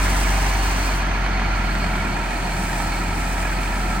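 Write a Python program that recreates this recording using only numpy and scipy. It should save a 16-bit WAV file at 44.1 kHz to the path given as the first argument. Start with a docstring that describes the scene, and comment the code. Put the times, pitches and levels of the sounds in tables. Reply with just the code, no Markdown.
"""A diesel sweeper truck backs slowly away across an open gravel lot, its engine just above idle. From the
start the exhaust throbs and rumbles, burning fuel knocks the engine and rattles panels, and air hisses. After a
second the hiss sinks, the gears begin to whine, and a faint, short, high tick sounds; then the exhaust thumps
once. Around two seconds the engine slows and growls under load, and its knock sounds further off. Toward the
end the hiss swells again and ten hard knocks stand out of the clatter."""
import sys
import numpy as np
from scipy import signal
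from scipy.fft import rfft, irfft
from scipy.io import wavfile

SR = 44100
rng = np.random.default_rng(int(sys.argv[2]) if len(sys.argv) > 2 else 0)


def to_wav(s):
    """Save 16-bit WAV."""
    ch = np.atleast_2d(s).T  # columns
    pcm = np.round(np.clip(ch, -1, 1) * 32767)  # PCM
    wavfile.write(sys.argv[1], SR, pcm.astype(np.int16))


N = 176400

# how much louder the left side is than the right: f/Hz, difference/dB
LEFT_OVER_RIGHT = [(45, -6), (150, 1.5), (380, 2.5), (600, -6), (970, 1), (1250, -5), (1900, -2.5),
                   (2800, -2.5), (4000, 0.5), (5500, 5), (7000, 3.5), (8400, -2), (10000, 0)]


def from_db(db):
    """Turn decibels into a number to multiply by."""
    return 10 ** (np.asarray(db) / 20)


def unit_power(x):
    """Scale a signal so that its average power is 1."""
    return x / np.sqrt(np.mean(x ** 2) + 1e-20)


def in_time(rows):
    """Join a table's rows with straight lines over time: one curve for each column after the first."""
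    times, *columns = np.transpose(rows)
    return [np.interp(np.arange(N) / SR, times, column) for column in columns]


def frequencies():
    """The frequency in Hz of each point of a spectrum, never below 1."""
    return np.maximum(np.arange(N // 2 + 1) * SR / N, 1)


def over_hz(points):
    """Join a table's rows with straight lines, giving every octave the same room."""
    hz, value = np.transpose(points)
    return np.interp(np.log(frequencies()), np.log(hz), value)


def drift(hz):
    """A smooth random wobble of about size 1, mostly slower than hz."""
    return unit_power(irfft(rfft(rng.standard_normal(N)) / (1 + (frequencies() / hz) ** 2), N))


def resonance(hz, width_hz):
    """The filter of a part that rings: it lets through mostly what lies near hz."""
    return 1 / (1 + 1j * (frequencies() - hz) / width_hz) ** 2


def radiate(noise_pair, tone_filter):
    """Filter two noises and blend them into one stereo sound of power 1."""
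    # stereo width, what differs between the ears against what they share: f/Hz, level/dB
    stereo_width = [(60, -28), (150, -18), (330, -10), (510, -4), (760, -10), (1130, 0), (1350, -5),
                    (2400, -4.5), (3300, 0), (4300, -3), (5400, 1.3), (8600, 0)]
    width = from_db(over_hz(stereo_width))
    direct_share, sign = 0.14, np.array([[1], [-1]])  # sign: left, right
    middle, scattered = rfft(noise_pair) * tone_filter
    # the direct sound reaches the right ear first
    side = np.sqrt(1 - direct_share) * scattered - 1j * np.sqrt(direct_share) * middle
    both = (middle + sign * width * side) / np.sqrt(1 + width ** 2)
    return unit_power(irfft(both * from_db(sign * over_hz(LEFT_OVER_RIGHT) / 2), N))


def cycle_noise(firings, repeat_share):
    """Two noises that partly repeat each time all six cylinders have fired."""
    size = 6000
    place = (firings / 6 % 1 * size).astype(int) % size
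    repeating = rng.standard_normal((2, size))[:, place]
    return np.sqrt(repeat_share) * repeating + np.sqrt(1 - repeat_share) * rng.standard_normal((2, N))


def blows(firings, rate, decay_s, spread_db):
    """A loudness curve that jumps to a random height once per firing and dies away."""
    count = firings + 0.25  # blows land a quarter of a firing early
    strength = from_db(spread_db * np.minimum(rng.standard_normal(size=400), 1.5))
    return strength[count.astype(int)] * np.exp(-(count % 1) / rate / decay_s)


def bumps():
    """A faint, short, high tick sounds, and the exhaust thumps once."""
    # the tick and the thud: t/s, level/dB, f/Hz, width/Hz, decay/s
    hits = [(1.07, -41, 7000, 5000, .002), (1.517, -27, 85, 25, .011)]
    out = 0
    for start, db, hz, width_hz, decay_s in hits:
        age = np.maximum(np.arange(N) / SR - start, 0) / decay_s
        noise = radiate(rng.standard_normal((2, N)), resonance(hz, width_hz))
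        out = out + from_db(db) * age * np.exp(1 - age) * noise
    return out


def rattles(firings, rate):
    """Every firing shakes a loose metal part and a thin panel, each ringing at its own pitch."""
    # loudness of the loose part: t/s, level/dB
    part_level = [(0, -44.5), (.88, -39), (1.05, -45.5), (1.76, -43.5), (1.84, -40), (1.92, -47.5),
                  (2.5, -42.5), (2.7, -50), (2.95, -40), (3.45, -55), (3.55, -45), (3.65, -46)]
    # loudness of the panel: t/s, level/dB
    panel_level = [(0, -55), (1, -49.5), (1.8, -48), (2.3, -57)]
    out = 0
    for level, hz, width_hz in [(part_level, 4360, 225), (panel_level, 3055, 70)]:
        taps = rng.standard_normal((2, N)) * blows(firings, rate, decay_s=.04, spread_db=1.7)
        out = out + from_db(in_time(level)[0]) * radiate(taps, resonance(hz, width_hz))
    return out


def whine(hz, db, width_hz):
    """The rough tone of a spinning part: a narrow band of noise that follows hz."""
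    turning = np.exp(2j * np.pi * np.cumsum(hz) / SR)
    pair = [np.real(turning * (drift(width_hz) + 1j * drift(width_hz))) for _ in range(2)]
    return from_db(db) * radiate(np.array(pair), 1)


def gears(rate):
    """The timing gears whine, and the drive for the engine's accessories sings in step with its speed."""
    # whine of the timing gears: t/s, f/Hz, level/dB
    gear_tone = [(0, 1385, -74), (1.0, 1340, -38.5), (1.6, 1386, -34), (2.1, 1365, -34.5), (2.3, 1330, -42),
                 (4, 1338, -34)]
    # tones of the drive: multiple of the firing rate, relative level/dB
    drive_tones = [(16.68, 0), (19.3, -3), (21.6, -3)]
    # loudness of the drive: t/s, level/dB
    drive_level = [(0, -39), (.5, -36), (.95, -42), (4, -40)]
    drive_db, = in_time(drive_level)
    drive = sum(whine(multiple * rate, drive_db + db, width_hz=16) for multiple, db in drive_tones)
    return drive + whine(*in_time(gear_tone), width_hz=49)


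def rushing_air(level, colour):
    """Fluttering noise from a small leak: most comes straight to the ears, the rest is scattered."""
    direct_share, left_lag_s, sign = 0.68, .00026, np.array([[1], [-1]])
    flutter_db = 1.05 * drift(24) + 0.6 * drift(300)
    leak, *scattered = rfft(rng.standard_normal((3, N)) * from_db(flutter_db))
    direct = leak * np.exp(-1j * np.pi * sign * frequencies() * left_lag_s)
    air = np.sqrt(direct_share) * direct + np.sqrt(1 - direct_share) * np.array(scattered)
    tone_filter = from_db(over_hz(colour) + sign * over_hz(LEFT_OVER_RIGHT) / 2)
    return from_db(in_time(level)[0]) * unit_power(irfft(air * tone_filter, N))


def hiss():
    """Leaking air: a bright hiss swells and sinks, and a lower one from the truck's side fades."""
    # loudness of the bright hiss: t/s, level/dB
    bright_level = [(0, -32.5), (.2, -32), (.33, -33.5), (.95, -36.5), (1.06, -50), (1.4, -53),
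                    (1.8, -41.5), (2.22, -46.5), (2.6, -38), (2.8, -36), (3.1, -42), (3.2, -37),
                    (3.7, -40.5)]
    # its tone colour: f/Hz, relative level/dB
    bright_colour = [(1500, -19), (3300, -3), (5300, 5), (7000, 0), (8800, 6.5), (10500, -5), (16000, -4.5)]
    # loudness of the lower hiss: t/s, level/dB
    side_level = [(0, -36), (.88, -37.5), (1.05, -43), (4, -57)]
    # its tone colour: f/Hz, relative level/dB
    side_colour = [(1500, -10.5), (2800, 14.5), (4400, -7.5), (6300, 11.5), (9000, -60), (16000, -26)]
    return rushing_air(bright_level, bright_colour) + rushing_air(side_level, side_colour)


def growl(firings):
    """Wavering low tones and the ringing body swell as the engine takes up load."""
    # loudness of the growl: t/s, level/dB
    level = [(0, -67), (1.3, -39.5), (1.75, -34.5), (2.2, -31.5), (2.5, -36), (2.8, -36), (3.2, -39.5),
             (4, -36.5)]
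    # its tones: multiple of the firing rate, relative level/dB
    tones = [(3, -8), (4, -5.5), (4.65, -3.5)]
    out = from_db(-7) * radiate(cycle_noise(firings, repeat_share=0.26), resonance(hz=196, width_hz=71))
    for multiple, db in tones:
        tone = np.sin(2 * np.pi * multiple * firings + 1.1 * drift(1.6))  # the pitch wanders a little
        out = out + from_db(db) * unit_power(tone * from_db(3.5 * drift(3.3)))
    return from_db(in_time(level)[0]) * out


def rumble(firings):
    """Puffs of exhaust gas shake the pipe and the body."""
    # tone colour of the rumble: f/Hz, relative level/dB
    colour = [(30, -42), (60, 2), (85, 7), (115, -4), (150, 3), (195, 0), (255, -1), (300, 1), (400, -4.5),
              (490, -9), (1000, -39)]
    # its loudness: t/s, level/dB
    level = [(0, -29.5), (1.1, -31)]
    puffs = cycle_noise(firings, repeat_share=0.42) * (1 + 0.093 * np.cos(2 * np.pi * firings))
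    return from_db(in_time(level)[0]) * radiate(puffs, from_db(over_hz(colour)))


def hard_knocks():
    """Now and then a firing hits hard: a noisy crack, and one part of the engine rings."""
    # knocks that stand out: t/s, level/dB, ringing f/Hz
    hits = [(2.689, -28, 1620), (2.803, -30, 1330), (2.935, -32, 2200), (3.01, -29.5, 1363),
            (3.087, -36, 2200), (3.221, -28.5, 1335), (3.452, -29, 1690), (3.519, -30, 1546),
            (3.589, -33, 1320), (3.724, -27, 1730)]
    rise_s, decay_s = .002, .017
    crack = from_db(-6) * radiate(rng.standard_normal((2, N)), resonance(hz=1790, width_hz=540))
    out = 0
    for start, db, hz in hits:
        age = np.maximum(np.arange(N) / SR - start, 0)
        loudness = (1 - np.exp(-age / rise_s)) * np.exp(-np.minimum(age, 1) / decay_s)
        out = out + from_db(db) * loudness * (crack + np.sqrt(2) * np.sin(2 * np.pi * hz * age))
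    return out


def knock(firings, rate):
    """Burning fuel and chattering valves make the engine ring; the tone shifts as the truck leaves."""
    # tone colour beside the cab: f/Hz, relative level/dB
    near_colour = [(300, -16.5), (500, -16), (640, -4), (780, -3.5), (1020, -3), (1180, -4.5), (1400, -3.5),
                   (1750, -5), (2050, -5.5), (2350, -10.5), (2800, -12.5), (3500, -17), (5000, -22),
                   (9000, -39.5), (16000, -51)]
    # tone colour from further off, in front: f/Hz, relative level/dB
    far_colour = [(300, -41), (500, -14), (670, -0.5), (930, -1.5), (1110, -8.5), (1320, -3), (1480, -7),
                  (1650, -4.5), (1830, -3.5), (2000, -8.5), (2230, -5), (2480, -6.5), (2720, -12),
                  (3600, -16), (5000, -23), (9000, -21.5), (16000, -101)]
    # the truck draws away: t/s, level/dB, share of the far colour (0 to 1)
    backing_away = [(0, -25.5, 0), (.5, -26, 0.14), (1.05, -27, 0.23), (1.8, -27.5, 0.3),
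                    (2.4, -28.5, 0.93)]
    # ringing parts of the engine: f/Hz, width/Hz, relative level/dB
    ringing_parts = [(934.5, 52, -15.5), (1303, 43, -21.5), (1670, 50, -15), (2257, 50, -13),
                     (2458, 47, -15.5)]
    level_db, far_share = in_time(backing_away)
    repeat_share = 0.55
    force = 2.5 + 0.54 * blows(firings, rate, decay_s=0.0049, spread_db=10)
    chatter = cycle_noise(firings, repeat_share) * force
    near = radiate(chatter, from_db(over_hz(near_colour)))
    far = radiate(chatter, from_db(over_hz(far_colour)))
    out = (1 - far_share) * near + far_share * far
    for hz, width_hz, db in ringing_parts:
        strikes = cycle_noise(firings, repeat_share) * blows(firings, rate, decay_s=0.014, spread_db=5.5)
        out = out + from_db(db) * radiate(strikes, resonance(hz, width_hz))
    return from_db(level_db) * out


def exhaust(firings, rate):
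    """One throb per firing makes a deep, clean note, with wavering higher tones above it."""
    # tones of the exhaust: multiple of the firing rate, relative level/dB
    tones = [(1, 0), (2, -16), (3, -26.5), (4, -23), (5, -32)]
    # loudness of the exhaust: t/s, level/dB
    level = [(0, -20), (.35, -19.5), (1.05, -23), (1.55, -22), (1.9, -24), (2.12, -27), (2.8, -26),
             (4, -23.5)]
    left, left_lag_s, left_boost_db = np.array([[1], [0]]), 0.00012, 0.6
    firings_at_ears = firings - left * left_lag_s * rate
    note = 0
    for multiple, db in tones:
        waver_db = 0.4 * drift(15) if multiple == 1 else 3 * drift(5.9)
        note = note + from_db(db + waver_db) * np.sin(2 * np.pi * multiple * firings_at_ears)
    return np.sqrt(2) * note * from_db(in_time(level)[0] + left * left_boost_db)


def scene():
    """The engine's speed sets the beat of exhaust, rumble and knock; gears, rattles and air join in."""
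    # how often fuel fires in the six-cylinder engine: t/s, firing rate/Hz
    engine_speed = [(0, 46.4), (.3, 47.3), (.7, 46.7), (1.1, 45.65), (1.5, 45.1), (1.9, 44.25), (2.1, 42.2),
                    (2.5, 42.65), (2.9, 42.5), (3.3, 43.7), (3.7, 44.2), (4, 44.1)]
    rate, = in_time(engine_speed)
    firings = np.cumsum(rate * (1 + .002 * drift(10))) / SR  # firings so far, at a slightly uneven pace
    engine = exhaust(firings, rate) + growl(firings) + rumble(firings) + knock(firings, rate)
    return engine + hard_knocks() + rattles(firings, rate) + gears(rate) + hiss() + bumps()


def record(dry):
    """Cut away the very highest treble with a steep filter."""
    cutoff_hz = 15900
    return signal.sosfilt(signal.ellip(12, .1, 90, cutoff_hz, fs=SR, output="sos"), dry)


dry = scene()
out = record(dry)
to_wav(out)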